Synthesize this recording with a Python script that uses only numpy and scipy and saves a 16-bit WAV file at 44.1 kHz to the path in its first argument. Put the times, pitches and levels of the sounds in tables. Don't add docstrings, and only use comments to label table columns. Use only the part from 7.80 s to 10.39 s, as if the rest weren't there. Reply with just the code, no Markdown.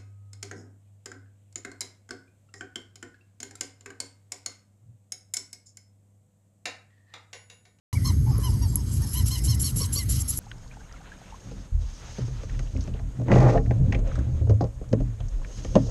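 import sys
import numpy as np
from scipy import signal
from scipy.fft import rfft, irfft
from scipy.io import wavfile
from scipy.ndimage import uniform_filter1d

SR = 44100
rng = np.random.default_rng(int(sys.argv[2]) if len(sys.argv) > 2 else 0)


def int16_out(signal):
    q = np.round(np.clip(np.atleast_2d(signal).T, -1, 1) * 32767)
    wavfile.write(sys.argv[1], SR, q.astype(np.int16))


def makeup_ratio(level_db):
    decades = np.asarray(level_db, float) / 20
    return 10 ** decades


N = 114219
T = np.arange(N) / SR
START_S = 0.1285
PORT_HZ, PORT_WIDTH_HZ, PORT_DB = 11195, 221, 20


def unit(x):
    return x / np.sqrt(np.mean(x ** 2))


def ring(x, hz, width_hz):
    return signal.lfilter(*signal.iirpeak(hz, hz / width_hz, SR), x)


def ring_twice(x, hz, width_hz):
    return ring(ring(x, hz, width_hz), hz, width_hz)


def walk(rate_hz):
    k = int(SR / rate_hz)
    steps = np.repeat(rng.standard_normal(N // k + 1), k)
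    return 1.6 * uniform_filter1d(uniform_filter1d(steps, k), k)[:N]


def gate(start_s, length_s, attack_s, release_s):
    rise = (T - start_s) / attack_s
    fall = (start_s + length_s - T) / release_s
    return np.sin(np.pi / 2 * np.clip(np.minimum(rise, fall), 0, 1)) ** 2


def sweep(hz):
    return np.sin(2 * np.pi * np.cumsum(hz) / SR)


# (centre [Hz], width [Hz], level [dB])
THROAT_BANDS = [(2000, 500, -22), (3000, 260, -4), (4350, 800, 0), (5500, 800, 0), (6400, 900, -3),
                (7700, 900, -13), (9700, 700, -12), (11200, 1500, -13)]


def throat_gain(hz, beak_db):
    gain = makeup_ratio(-22.5)
    for centre_hz, width_hz, db in THROAT_BANDS:
        shape_db = np.interp(centre_hz, (2000, 3000, 4350, 5500, 7700), beak_db)
        gain = gain + makeup_ratio(db + shape_db) / (1 + (2 * (hz - centre_hz) / width_hz) ** 4)
    return gain


# (start [s], length [s], top pitch [Hz], overtone level [dB], fundamental level [dB])
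SQUEAK_EVENTS = [(0.08, 0.083, 1051, -40.5, -41), (0.24, 0.088, 1076, -38, -39),
                 (0.458, 0.075, 895, -79, -40), (0.491, 0.19, 1157, -84, -47),
                 (0.625, 0.086, 1029, -41, -38), (0.709, 0.087, 990, -58.5, -51),
                 (0.808, 0.078, 945, -45.5, -44), (0.915, 0.12, 1012, -75, -49.5),
                 (1.205, 0.063, 924, -52, -48), (1.335, 0.098, 1037, -37.5, -45),
                 (1.499, 0.097, 1062, -33.5, -47.5), (1.661, 0.1, 1080, -35, -51.5),
                 (1.825, 0.088, 1120, -34.5, -55), (1.992, 0.071, 1120, -36, -42.5),
                 (2.146, 0.082, 1135, -37, -48.5), (2.319, 0.13, 1283, -55, -65),
                 (2.504, 0.052, 1264, -46, -60)]
SQUEAK_ROUGH = [.6, .55, .45, .9, .25, .7, .35, .8, .45, .4, .3, .28, .32, .62, .55, .9, .9]
PITCH_ARCHES = [
    (.08, .23),
    (.2, .27),
]
# (peak position [share], then gain near 2, 3, 4.4, 5.5, 7.7 kHz [dB])
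BEAK_SHAPES = [(0.39, 13, -13, -5.5, -0.5, -17), (0.31, 3, -10, 1, 5, -3), (0.24, 0, 0, 0, 0, 2),
               (0.296, 0, 0, -3, 0, -2), (0.244, 2, 3.5, -8, 1, -6.5), (0.31, 6, -1, -5, 0, 8),
               (0.32, 9, 6, 2.5, 2, -10), (0.34, 0, 0, 4, 2, -4), (0.48, 24, -14, -1, 5, 6),
               (0.52, -6, 0.5, -5, -5, 3.5), (0.3, -20, -2, -1, -5, -10), (0.42, -18, -2.5, 0, 0, -3),
               (0.26, -14, -2.5, 0.5, 0, -0.5), (0.41, -2, -8, 2, -0.5, -8.5), (0.4, -10, -4, 5.5, 2, -5.5),
               (.38, 0, -5, -3, 6.5, 0), (0.35, 0, -5, -7, 3, -2)]


def squeaks():
    first_chick_until_s, arch_power = 1.1, 2.1
    out, shake = np.zeros(N), walk(500)
    flutter = [walk(420) for _ in range(14)]
    for event, rough, (crest, *beak_db) in zip(SQUEAK_EVENTS, SQUEAK_ROUGH, BEAK_SHAPES):
        start, length, top_hz, db, low_db = event
        s = slice(int(start * SR), int((start + length) * SR))
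        u = (T[s] - start) / length
        rise, sag = PITCH_ARCHES[int(start > first_chick_until_s)]
        before = rise * np.abs(1 - u / crest) ** arch_power
        after = sag * np.abs((u - crest) / (1 - crest)) ** arch_power
        effort = 1 - np.where(u < crest, before, after)
        hz = top_hz * effort
        phase = 2 * np.pi * np.cumsum(hz * (1 + 0.014 * rough * shake[s])) / SR
        tone = makeup_ratio(low_db) * effort ** 3 * np.sin(phase + 1.16 * rough * flutter[1][s])
        for k in range(2, 14):
            gain = throat_gain(k * hz, beak_db) * effort ** (6 * abs(k - 3))
            gain = gain * makeup_ratio(6 * rough * flutter[k][s])
            tone += makeup_ratio(db) * gain * np.sin(k * phase + 1.3 * rough * flutter[k - 1][s])
        edge = gate(start, length, 0.2 * length, 0.2 * length)[s]
        out[s] += tone * edge * makeup_ratio(2 * rough * flutter[0][s])
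    return out


def cavity(bands):
    out = np.zeros(N)
    for hz, width_hz, db in bands:
        out += makeup_ratio(db + 1.8 * walk(70)) * ring_twice(rng.standard_normal(N), hz, width_hz)
    return unit(out)


# (start [s], length [s], first puff [dB], steady hiss [dB], closing puff [dB])
PANT_EVENTS = [(0.108, 0.045, -76, -43, -81), (0.233, 0.097, -69, -44, -72), (0.593, 0.13, -60, -51.5, -55),
               (1.108, 0.061, -50, -47.5, -56), (1.16, 0.1, -74, -50, -70), (1.258, 0.07, -53, -48.5, -45),
               (1.325, 0.11, -43, -43, -53), (1.453, 0.15, -39.5, -40, -64), (1.632, 0.13, -39, -39.5, -67),
               (1.791, 0.13, -32.5, -40, -60), (1.954, 0.12, -35.5, -38.5, -69),
               (2.119, 0.13, -34, -38.5, -74), (2.285, 0.14, -35, -39.5, -32.5),
               (2.473, 0.12, -31, -42.5, -34.5)]
# (centre [Hz], width [Hz], level [dB])
PUFF_BANDS = [(5880, 1200, -4.5), (7300, 480, 7), (8500, 1300, -4), (10436, 1380, 0), (13700, 20200, -21)]
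# (centre [Hz], width [Hz], level [dB])
HISS_BANDS = [(2870, 800, -2), (4600, 4300, -2.5), (5960, 2270, 1), (7970, 2340, 2), (10180, 3300, -5),
              (14800, 2100, -11.5)]


def pants():
    puff_s = close_s = 0.045
    puff, hiss = np.zeros(N), np.zeros(N)
    for start, length, open_db, hiss_db, close_db in PANT_EVENTS:
        puff += makeup_ratio(open_db) * gate(start, puff_s, 0.015, 0.0061)
        puff += makeup_ratio(close_db) * gate(start + length - close_s, close_s, 0.043, 0.0025)
        fade_db = -2 * np.clip((T - start) / length, 0, 1) ** 2
        hiss += makeup_ratio(hiss_db + fade_db) * gate(start, length, 0.0097, 0.013)
    puff = puff * makeup_ratio(0.83 * walk(120)) * cavity(PUFF_BANDS)
    return puff + hiss * makeup_ratio(1.87 * walk(90)) * cavity(HISS_BANDS)


# (time [s], peak level [dB], ring [Hz], crackle [share])
CLICK_EVENTS = [
    (.254, -36, 6900, .6),
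    (0.581, -38.5, 10940, .3),
    (.618, -42, 7500, .8),
    (.637, -41, 8500, .8),
    (0.9568, -13.5, 7500, 0.18),
    (1.136, -39, 13100, .8),
    (1.148, -40, 7900, .6),
    (1.177, -42, 13600, .6),
    (1.2205, -28.5, 5700, 1),
    (2.574, -25, 7300, .3),
]


def clicks():
    t60_s, rise_s, tick_db = 0.0029, 0.00017, -4
    out = np.zeros(N)
    for start, db, hz, crackle in CLICK_EVENTS:
        u = np.clip(T - start, 0, None)
        fade = 4 * np.exp(-np.log(1000) * u / t60_s) * (1 - np.exp(-u / rise_s)) ** 2
        snap = np.sin(2 * np.pi * hz * u) + makeup_ratio(tick_db) * np.sin(2 * np.pi * PORT_HZ * u)
        out += makeup_ratio(db) * fade * (snap + crackle * rng.standard_normal(N))
    return out


# (start [s], length [s], top [Hz], arch [Hz], level [dB])
WHISTLE_EVENT = (.149, .038, 2300, 1500, -37)


def whistle():
    start, length, top_hz, arch_hz, db = WHISTLE_EVENT
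    u = np.clip((T - start) / length, 0, 1)
    return makeup_ratio(db) * gate(start, length, length / 4, length / 3) * sweep(top_hz - arch_hz * (u - 0.4) ** 2)


# (start [s], length [s], pitch [Hz], level [dB])
CHIRP_EVENTS = [
    (0.494, 0.021, 7400, -47.5),
    (0.696, 0.031, 7450, -51),
    (0.874, 0.047, 7520, -48.5),
    (0.916, 0.028, 7500, -49),
    (1.073, 0.028, 7460, -49.5),
    (1.107, .028, 7370, -48.5),
    (2.177, 0.067, 2096, -46),
    (2.333, 0.037, 3830, -53),
    (2.518, 0.048, 3800, -54),
    (2.445, 0.025, 6400, -60),
]


def chirps():
    out = np.zeros(N)
    for start, length, hz, db in CHIRP_EVENTS:
        u = np.clip((T - start) / length, 0, 1)
        out += makeup_ratio(db) * gate(start, length, length / 3, length / 3) * sweep(hz - 700 * (u - 0.35) ** 2)
    return out * makeup_ratio(2.5 * walk(120))


# (pitch [Hz], rate [1/s], time at which one chirp begins [s], duty [share], level [dB], pause from
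# [s], pause to [s])
CRICKET_SONGS = [
    (6440, 16, .13, .94, -55, .6, .66),
    (8330, 18.2, .684, .78, -55.5, .335, .68),
]


def crickets():
    out = np.zeros(N)
    for hz, rate, first, duty, db, pause, resume in CRICKET_SONGS:
        cycle = ((T - first) * rate + 0.04 * walk(6)) % 1
        on = uniform_filter1d(1.0 * (cycle < duty), size=150)
        on = on * (1 - gate(pause, resume - pause, 0.0072, 0.01))
        out += makeup_ratio(db + 3 * walk(98)) * on * np.sin(2 * np.pi * hz * T + 1.5 * walk(130))
    return out


# (start [s], length [s], pitch [Hz], level [dB])
BUZZ_EVENTS = [
    (0.487, 0.094, 5100, -53),
    (.64, 0.08, 5180, -49.5),
    (.73, 0.21, 4830, -56),
    (0.958, 0.074, 5250, -50.5),
    (1.256, 0.57, 5280, -50.5),
    (2.443, 0.035, 5430, -51),
]


def buzzes():
    stroke_hz, sweep_hz, width_hz = 232, 900, 500
    beat = (stroke_hz * T + 0.3 * walk(40)) % 1
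    stroke = np.sin(np.pi * beat) ** 2 * makeup_ratio(2 * walk(150))
    rasp = rng.standard_normal(N)
    out = np.zeros(N)
    for start, length, hz, db in BUZZ_EVENTS:
        tone = 1.6 * stroke * sweep(hz + sweep_hz * (0.5 - beat))
        band = 0.6 * unit(ring_twice(rasp, hz, width_hz))
        out += makeup_ratio(db) * gate(start, length, 0.015, 0.015) * (tone + band)
    return out


# (start [s], length [s], pitch [Hz], level [dB])
COO_EVENTS = [
    (0.18, 0.17, 2030, -54.5),
    (1.34, .11, 2000, -54),
    (1.547, 0.078, 1980, -53.5),
    (1.681, 0.11, 2010, -56.5),
    (2.19, 0.246, 2070, -61),
    (2.283, 0.29, 1305, -61),
]
# (time [s], peak level [dB], pitch [Hz])
KNOCK_EVENTS = [
    (0.128, -76, 653),
    (0.591, -37, 423),
    (1.969, -42.5, 443),
    (2.012, -38.5, 450),
    (2.166, -36.5, 420),
    (2.289, -48, 580),
]


def murmurs():
    noise = rng.standard_normal(N)
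    out = np.zeros(N)
    for start, length, hz, db in COO_EVENTS:
        out += makeup_ratio(db) * gate(start, length, 0.0033, 0.018) * unit(ring_twice(noise, hz, 230))
    for time, db, hz in KNOCK_EVENTS:
        out += makeup_ratio(db) * gate(time - 0.005, 0.036, 0.0019, 0.042) * unit(ring_twice(noise, hz, 106))
    return out


# (time [s], level [dB])
GUST_LEVELS = [(.13, -25), (.28, -21), (.58, -19.5), (.64, -25.5), (.72, -18.5), (.98, -26.5), (1.2, -22),
               (1.328, -30.5), (1.442, -22), (1.54, -30), (1.64, -20.5), (1.76, -23), (1.92, -28.5),
               (1.97, -22), (2.22, -29), (2.33, -20.5), (2.48, -32), (2.59, -32)]
# (frequency [Hz], density [dB/Hz])
WIND_SPECTRUM = [(13, -42), (22, -54), (54, 0.5), (108, -1), (132, -3), (167, -15.5), (258, -19.5),
                 (410, -34.5), (700, -56.5), (910, -70), (1540, -120)]


def shaped(spectrum):
    hz, db = np.array(spectrum).T
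    f = np.arange(N // 2 + 1) * SR / N + 1
    gain = makeup_ratio(np.interp(np.log(f), np.log(hz), db))
    return unit(irfft(rfft(rng.standard_normal(N)) * gain, N))


def wind():
    rumble = shaped([(5, -75)] + list(WIND_SPECTRUM) + [(1100, -124)])
    power = uniform_filter1d(uniform_filter1d(rumble ** 2, size=4000), size=4000)
    rumble = unit(rumble / power ** 0.21)
    time, db = np.array(GUST_LEVELS).T
    onset = np.clip((T - START_S) / 0.003, 0.3, 1)
    return makeup_ratio(np.interp(T, time, db) + walk(14)) * rumble * onset


# (frequency [Hz], level [dB])
AIR_SPECTRUM = [(700, -6), (2000, -8.5), (3300, -9.5), (5000, -6.5), (7000, -10.5), (9300, -10.5),
                (11200, -14.5), (15000, -18.5)]
# (time [s], level [dB])
STIR_LEVELS = [
    (.13, 1.5),
    (.4, -2),
    (.6, 1),
    (1.05, -0.5),
    (1.2, 1),
    (1.9, 1),
    (2.59, 0),
]


def air():
    hz, db = np.array(AIR_SPECTRUM).T
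    hush = np.zeros(N)
    for f in 400 * 1.26 ** np.arange(17):
        band_db = np.interp(np.log(f), np.log(hz), db) + 1.7 * (walk(8.44) + walk(34.74))
        hush += makeup_ratio(band_db) * ring_twice(rng.standard_normal(N), f, f / 3)
    return makeup_ratio(-50.5 + np.interp(T, *np.array(STIR_LEVELS).T)) * unit(hush)


def reeds(x):
    t60_s, tail_db = 0.09, -15
    u = T[:SR // 5]
    tail = rng.standard_normal(len(u)) * np.exp(-np.log(1000) * u / t60_s)
    tail = tail / np.sqrt(np.sum(tail ** 2))
    return x + makeup_ratio(tail_db) * signal.fftconvolve(x, tail)[:N]


def scene():
    chicks = reeds(squeaks() + pants() + 0.5 * clicks())
    far = whistle() + chirps() + crickets() + buzzes() + murmurs()
    return (chicks + far + air() + wind())[None]


def low_pass(x):
    return signal.sosfilt(signal.butter(12, 16510, fs=SR, output="sos"), x)


# (centre [Hz], width [Hz], cancelled [share])
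GROUND_DIPS = [
    (2600, 450, .6),
    (3600, 350, .55),
    (9500, 900, .5),
]


def record(dry):
    x = dry + makeup_ratio(PORT_DB) * ring(dry, PORT_HZ, PORT_WIDTH_HZ)
    for hz, width_hz, share in GROUND_DIPS:
        x = x - np.clip(share, 0, 1) * ring(x, hz, width_hz)
    x = signal.sosfilt(signal.ellip(8, 0.3, 50, 15450, fs=SR, output="sos"), x)
    x = x * np.clip((T - START_S) / 0.0002, 0, 1)
    return low_pass(x)


dry = scene()
out = record(dry)
int16_out(out)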